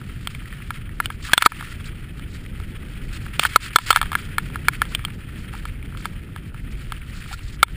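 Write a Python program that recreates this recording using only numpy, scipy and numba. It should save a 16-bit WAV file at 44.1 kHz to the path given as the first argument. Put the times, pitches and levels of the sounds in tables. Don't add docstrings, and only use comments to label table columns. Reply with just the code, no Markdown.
import sys
import numpy as np
from scipy import signal
from scipy.fft import rfft, irfft, next_fast_len
from scipy.io import wavfile
from scipy.ndimage import uniform_filter1d, map_coordinates
from numba import njit

SR = 44100
rng = np.random.default_rng(int(sys.argv[2]) if len(sys.argv) > 2 else 0)


def volts_from_db(level):
    exponent = np.asarray(level, float) / 20
    return 10 ** exponent


def store_wav(level_fs):
    pcm = np.round(np.clip(np.atleast_2d(level_fs), -1, 1) * 32767)
    wavfile.write(sys.argv[1], SR, pcm.T.astype(np.int16))


N = 342216

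# start [s], shell level [dB], latch level [dB], shell pitch [Hz].
SHELL_KNOCKS = [(0.706, -9.5, -39, 1370), (1.0019, -1, -37.5, 1385), (1.1029, -14, -36, 1290),
                (1.52, -10.5, -47, 1310), (1.6093, -18.5, -38, 1350), (3.432, -4.5, -36, 1350),
                (3.4515, 2.5, -23.5, 1480), (3.456, -10, -46, 1340), (3.9129, 2, -28, 1330),
                (3.9713, -2.5, -24.5, 1390), (4.0148, -0.5, -22.5, 1340), (4.029, -8.5, -29.5, 1250),
                (4.118, -10, -34.5, 1190), (4.1308, -10, -35, 1330), (4.153, -0.5, -29, 1410),
                (4.3829, -1.5, -26.5, 1390), (4.558, -10.5, -53, 1360), (4.6843, 5.5, -21, 1430),
                (4.8184, 1.5, -25, 1394), (5.654, -14, -38, 1310), (6.0555, -10.5, -30.5, 1310),
                (6.3621, -21.5, -41.5, 1280), (6.9217, -13.5, -30, 1315)]
# start [s], shell level [dB], latch level [dB], shell pitch [Hz],
# latch pitch [Hz].
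LATCH_CLACKS = [(0.273, -21.5, -22.5, 1360, 3200), (1.058, -27, -22.5, 1550, 3050),
                (1.3784, 3.5, 0, 1410, 3410), (1.4232, 3, -7, 1390, 3190), (3.3954, -11, -6, 1370, 3270),
                (3.436, -18, -14.5, 1280, 3170), (3.7863, 8.5, -9.5, 1330, 2960),
                (3.9287, 1.5, -15, 1270, 3520), (3.961, 7, -11, 1380, 3200), (4.9497, -37, -17, 1280, 3150),
                (5.0503, -23, -21.5, 1330, 3150)]
USUAL_LATCH_HZ = 3200


def unit(x):
    return x / np.sqrt(np.mean(x ** 2) + 1e-20)


def along(points, hz):
    f, v = np.transpose(points)
    return np.interp(np.log(hz + 1), np.log(f + 1), v)


def curves(rows):
    s, *columns = np.transpose(rows)
    return [np.interp(np.arange(N) / SR, s, column) for column in columns]


def wobble(rate):
    coarse = np.arange(0, N + 32, 32)
    knots = rng.standard_normal(int(N * rate / SR) + 4)
    return np.interp(np.arange(N), coarse, map_coordinates(knots, [coarse * rate / SR]))


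def filtered(x, response):
    m = next_fast_len(N + SR // 2)
    return irfft(rfft(x, m) * response(np.fft.rfftfreq(m, 1 / SR)), m)[..., :N]


def ring(t, hz, db, t60):
    return volts_from_db(db - 60 * t / t60) * np.sin(2 * np.pi * hz * t)


def dull(shell_db, hz):
    return 0.6 * min(shell_db - 6, 0) * max(np.log2(hz / 2300), 0)


def case_blows(rows, extra_db):
    # pitch [Hz], level [dB], decay t60 [s].
    shell_modes = [(428, -11, 0.016), (984, -19, 0.032), (1680, -5, 0.016), (2250, -7.5, 0.013),
                   (4160, -18, 0.016)]
    # pitch [Hz], level [dB], decay t60 [s].
    latch_modes = [(2800, -14, 0.01), (3110, -8, 0.008), (3490, -13.5, 0.03), (4220, -17.5, 0.022),
                   (4450, -42, 0.013)]
    out = np.zeros(N + SR)
    t = np.arange(SR // 20) / SR
    for s, shell_db, latch_db, shell_hz, latch_hz, contact_ms in rows:
        contact = max(contact_ms, 0.1) / 1000
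        drive = (1 - np.exp(-t / 0.0004)) * volts_from_db(-60 * np.maximum(t - contact, 0) / 0.012)
        main = -drive * np.sin(2 * np.pi * shell_hz * t)
        main += ring(t, 0.967 * shell_hz, -16.5, 0.018)

        shell = np.zeros(len(t))
        for hz, db, t60 in shell_modes:
            level, pitch = rng.standard_normal(2)
            shell += ring(t, hz * (1 + 0.023 * pitch), db + 2.1 * level + dull(shell_db, hz), t60)
        latch = ring(t, latch_hz, 0.86, 0.0086) + ring(t, 2450, -1.7, 0.0035)
        for hz, db, t60 in latch_modes:
            level, pitch = rng.standard_normal(2)
            latch += ring(t, hz * (1 + 0.011 * pitch), db + 3 * level, t60)

        chatter = 0.08 * rng.standard_normal(len(t)) * np.exp(-t / (contact + 0.0008))
        chatter[0] = -1
        modes = volts_from_db(shell_db - 6) * shell + volts_from_db(latch_db + 4.5) * latch
        rattle = signal.fftconvolve(modes, chatter)[:len(t)]
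        out[round(s * SR):][:len(t)] += volts_from_db(extra_db) * (volts_from_db(shell_db - 2.5) * main + rattle)
    return filtered(out[:N], lambda hz: (-hz ** 2 / (720 ** 2 - hz ** 2 + 1j * hz * 800)) ** 2)


def timed(table, latch_hz):
    return [(*row[:-1], latch_hz, row[-1]) for row in table]


def slams():
    # start [s], shell level [dB], latch level [dB], shell pitch [Hz], contact time [ms].
    hardest = [
        (1.3337, -2.5, -5, 1598, 2.9),
        (1.4609, 13, -6, 1286, 1.7),
        (1.466, 2, -21, 1535, 0.64),
        (3.5599, 2.5, -17, 1316, 1.9),
        (3.7595, 9.5, -8.5, 1321, 1.2),
        (3.9053, -5.5, -10, 1350, 3.8),
        (7.6294, 3.5, -10, 1330, 1.74),
        (7.6296, -10.5, -23.5, 2256, 3.3),
        (7.6298, -6, -42, 392, 3.5),
    ]
    return case_blows(timed(hardest, 3325), extra_db=10.5)


def knocks():
    # start [s], shell level [dB], latch level [dB].
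    taps = [(0.0146, -26.5, -60), (0.3502, -33, -40), (0.42, -30.5, -62), (1.319, -26, -31),
            (0.527, -32, -48), (0.894, -33, -53), (1.6725, -32, -48), (1.8084, -28, -45),
            (2.1954, -32, -46), (2.4628, -48.5, -45.5), (2.601, -25, -46), (2.9366, -49, -44),
            (3.2648, -24.5, -49.5), (3.464, -27, -28), (4.0587, -26, -47), (4.188, -41, -41),
            (4.5014, -31, -44), (4.7361, -34, -40), (4.8535, -30, -37), (4.9931, -23.5, -54),
            (5.083, -25, -59), (5.5366, -25, -45), (5.5518, -23, -46), (5.8277, -44, -52),
            (5.9244, -29, -63), (5.973, -24.5, -42), (6.545, -25.5, -59), (7.329, -24, -36),
            (7.3923, -38.5, -46), (7.6829, -27, -44)]
    # start [s], shell level [dB], latch level [dB], shell
    # pitch [Hz], contact time [ms].
    creaks_and_ticks = [
        (7.311, -33, -62, 790, 7),
        (7.335, -30, -60, 1400, 9),
        (5.538, -34, -60, 850, 6),
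        (1.288, -27, -40, 1500, 1),
        (1.295, -25, -40, 1250, 3),
        (1.440, -18, -36, 1350, 4),
        (4.922, -27, -50, 1390, 1),
        (5.042, -27, -48, 1280, 1),
    ]
    rows = [(*row, USUAL_LATCH_HZ) for row in SHELL_KNOCKS] + LATCH_CLACKS
    rows += [(*row, 1350, USUAL_LATCH_HZ) for row in taps]
    rows = [(*row, 1 + 0.05 * (row[2] - row[1])) for row in rows]
    return case_blows(rows + timed(creaks_and_ticks, USUAL_LATCH_HZ), extra_db=1.42)


def jolts(column):
    # start [s], length
    # [ms], rub level [dB], crunch level [dB].
    strokes = [(7.431, 65, -49, -49), (7.136, 74, -44, -42), (0.299, 24, -45, -44), (6.46, 30, -49, -48),
               (0.738, 44, -44, -36.5), (1.038, 33, -42, -37), (1.229, 67, -38.5, -34.5),
               (1.269, 20, -33, -50.5), (1.31, 50, -46, -27.5), (1.373, 60, -32, -27),
               (1.539, 130, -49, -39), (1.84, 54, -44, -38), (2.335, 39, -46, -43), (3.129, 45, -40.5, -34),
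               (3.335, 33, -46, -28.5), (3.395, 79, -31, -23), (3.49, 70, -40, -33),
               (3.606, 85, -33.5, -27.5), (3.732, 120, -41, -35.5), (3.875, 118, -35, -26),
               (4.169, 93, -44, -37.5), (4.73, 40, -42, -33.5), (4.89, 65, -42, -36), (5.37, 58, -48, -48),
               (5.519, 85, -46, -38.5), (5.974, 99, -44.5, -39), (6.713, 13, -44.5, -40),
               (7.28, 71, -46, -39), (7.315, 34, -38, -47), (7.527, 35, -41, -45),
               (1.243, 44, -35.5, -30.5),
        (1.313, 19, -44, -35),
        (1.404, 24, -36, -18),
        (1.440, 14, -40, -41),
        (1.453, 12, -12, -10),
        (3.866, 25, -27, -23),
        (3.949, 20, -30, -17),
        (3.335, 20, -44, -41),
    ]
    rows = strokes
    for s, shell_db, latch_db, *_ in SHELL_KNOCKS + LATCH_CLACKS:
        spray_db = -41 + 0.64 * max(shell_db, latch_db)
        rows.append((s, 30, spray_db - 9.5, spray_db))
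    power = np.zeros(N)
    for row in rows:
        power[round(row[0] * SR):][:round(row[1] * SR / 1000)] += volts_from_db(2 * row[column])
    return np.sqrt(np.abs(uniform_filter1d(power, SR // 100)))


def case_response(hz):
    # centre [Hz], width [Hz], level [dB].
    resonances = [(1330, 270, -1), (1863, 470, 1), (2378, 502, 2.5), (2610, 303, 3), (3150, 420, -4)]
    total = 0
    for k, (centre, width, db) in enumerate(resonances):
        band = 1j * hz * width / (centre * centre - hz * hz + 1j * hz * width)
        total = total + (-1) ** k * volts_from_db(db) * band
    return total


def gravel():
    # time [s], looseness of the gravel [dB], strap drag over it [dB].
    ground = [(0.0, -50, 0.5), (0.65, -45.5, -8), (0.84, -51, -8), (1.02, -53, -3), (1.42, -42, 1),
              (2.01, -49.5, -6), (3.41, -45, -5.5), (3.54, -37.5, -1), (3.69, -45, -18), (4.04, -40, -5),
              (4.21, -45, -12), (4.43, -45.5, -5), (4.86, -43.5, -4), (5.03, -46.5, -6), (6.57, -51, -7.5),
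              (7.2, -46, -2), (7.54, -52, 1), (7.76, -46, -7)]
    # frequency [Hz], level [dB per Hz].
    rub_colour = [(500, -16), (1000, -35), (2000, -22.5), (3500, -1), (4500, 1), (5400, -4), (5900, -0.5)]
    crunch_db, drag_db = curves(ground)
    rub_db = crunch_db + drag_db

    cracks = rng.standard_normal(N) * (rng.random(N) < 2500 / SR)
    cracks *= volts_from_db(1.7 * rng.exponential(size=N))
    _, _, z = signal.stft(unit(cracks) + 1.2 * rng.standard_normal(N), nperseg=256)
    patches = uniform_filter1d(rng.standard_normal(z.shape), size=3, axis=0)
    patches = uniform_filter1d(patches, size=3, axis=1)
    bed = signal.istft(z * volts_from_db(1.2 * unit(patches)), nperseg=256)[1][:N]
    clumps = wobble(50)
    crunch = unit(volts_from_db(2.14 * clumps + 2.0 * wobble(120)) * filtered(bed, case_response))

    cloth = filtered(rng.standard_normal(N), lambda hz: volts_from_db(along(rub_colour, hz)))
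    rub = unit(volts_from_db(1.2 * clumps + 2.8 * wobble(22) + 2.5 * wobble(150)) * cloth)

    crunch_gain = np.hypot(volts_from_db(crunch_db + 1.3), volts_from_db(-5.5) * jolts(column=3))
    rub_gain = np.hypot(volts_from_db(rub_db + 2), volts_from_db(3.5) * jolts(column=2))
    return crunch_gain * crunch + rub_gain * rub


def pebbles():
    # start [s], peak level [dB], pitch [Hz].
    big_stones = [(0.3486, -22.5, 2270), (0.4574, -28, 1920), (0.5267, -27, 1880), (0.7417, -29, 3540),
                  (0.7721, -29, 2110), (0.8922, -29, 1870), (1.6262, -24, 1300), (1.8437, -26, 2750),
                  (2.4628, -29, 2180), (4.0587, -29, 1580), (5.1218, -34, 2530), (5.686, -28, 2320),
                  (5.7563, -36, 2230), (5.8272, -26, 2310), (5.8594, -40, 2230), (5.9494, -29, 1320),
                  (6.754, -32, 2300), (6.9661, -28, 2910), (7.0179, -29, 2300), (7.0993, -34, 1900),
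                  (7.1794, -35, 1640), (7.2609, -33, 1310), (7.3594, -39, 2010), (7.3916, -29, 2700),
                  (7.4064, -39, 2250)]
    place, pitch, size = rng.random((round(90 * N / SR), 3)).T
    big_s, big_db, big_hz = np.transpose(big_stones)
    t = np.arange(SR // 100) / SR
    hz = np.append(1200 * volts_from_db(8.5 * pitch), big_hz)[:, None]
    db = np.append(-42 - 3.6 * np.log(size + 0.011), big_db + 8)[:, None]
    pings = ring(t, hz, db, 14 / hz) * (1 - np.exp(-t / 0.00064))
    at = np.append(place * N, big_s * SR).astype(int)[:, None] + np.arange(len(t))
    return np.bincount(at.ravel(), pings.ravel(), N + len(t))[:N]


def wind():
    # time [s], wind strength [dB], large eddies over small [dB].
    ride = [(0.0, -37, -6.5), (0.34, -38, 2.5), (0.54, -37, -7.5), (0.88, -36, -2.5), (1.42, -37.5, -4.5),
            (3.18, -33.5, -3.5), (3.74, -38.5, -7), (3.98, -35.5, 1.5), (4.13, -33, -5), (5.3, -34.5, -5),
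            (5.68, -34.5, -4.5), (5.94, -34, -2.5), (6.16, -36, -5), (6.35, -36.5, -9), (6.7, -36, 1),
            (7.02, -37, -3), (7.39, -39, 2), (7.76, -37, -1)]
    # frequency [Hz], level [dB per Hz].
    buffet = [(8.8, -38), (15, -1), (37, 1.5), (133, -6.5), (202, -13.5), (258, -17), (454, -28.5),
              (679, -38.5), (869, -40), (1000, -43.5), (1300, -96), (2200, -120)]
    fast_db, large_db = curves(ride)
    slow_db = fast_db + large_db

    def low(hz):
        return 1 / (1 + (hz / 75) ** 4)

    slow = filtered(rng.standard_normal(N), lambda hz: volts_from_db(along(buffet, hz)) * np.sqrt(low(hz)))
    fast = filtered(rng.standard_normal(N), lambda hz: volts_from_db(along(buffet, hz)) * np.sqrt(1 - low(hz)))
    lumpy = volts_from_db(0.29 * wobble(6.2) + 1.1 * wobble(30)) * fast
    return volts_from_db(slow_db + 4.0) * unit(slow) + volts_from_db(fast_db + 0.5) * unit(lumpy)


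def scene():
    return (slams() + knocks() + gravel() + pebbles() + wind())[None]


@njit
def ducking(over_db, attack, hold, release):
    out, aim, now, wait = np.zeros(len(over_db)), 0., 0., 0.
    for i in range(len(over_db)):
        if over_db[i] > aim:
            aim, wait = over_db[i], hold
        elif wait > 0:
            wait -= 1
        else:
            aim *= 1 - release
        now += attack * (aim - now)
        out[i] = now
    return out


def roll_off(x):
    return signal.sosfilt(signal.butter(12, 16460, fs=SR, output="sos"), x)


def record(dry):
    hold_hz, top_hz = 12000, 15350
    over_db = 0.84 * (20 * np.log10(np.abs(dry[0]) + 1e-9) - 0.3)
    duck_db = ducking(over_db, 1 / (0.0046 * SR), 0.021 * SR, 1 / (0.024 * SR))
    x = np.clip(dry * volts_from_db(-duck_db), -1, 1)
    x = filtered(x, lambda hz: 1 / (1 + (hz / 5750) ** 40))
    x = x * (1 + 2 * np.cos(2 * np.pi * hold_hz * np.arange(N) / SR))

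    def hold_and_limit(hz):
        step_db = -38 * np.clip((hz - top_hz) / 240 + 0.5, 0, 1)
        return np.sinc(hz / hold_hz) * volts_from_db(step_db) * (hz < 16460)

    x = filtered(x, hold_and_limit)
    return roll_off(np.clip(x, -1, 1))


dry = scene()
out = record(dry)
store_wav(out)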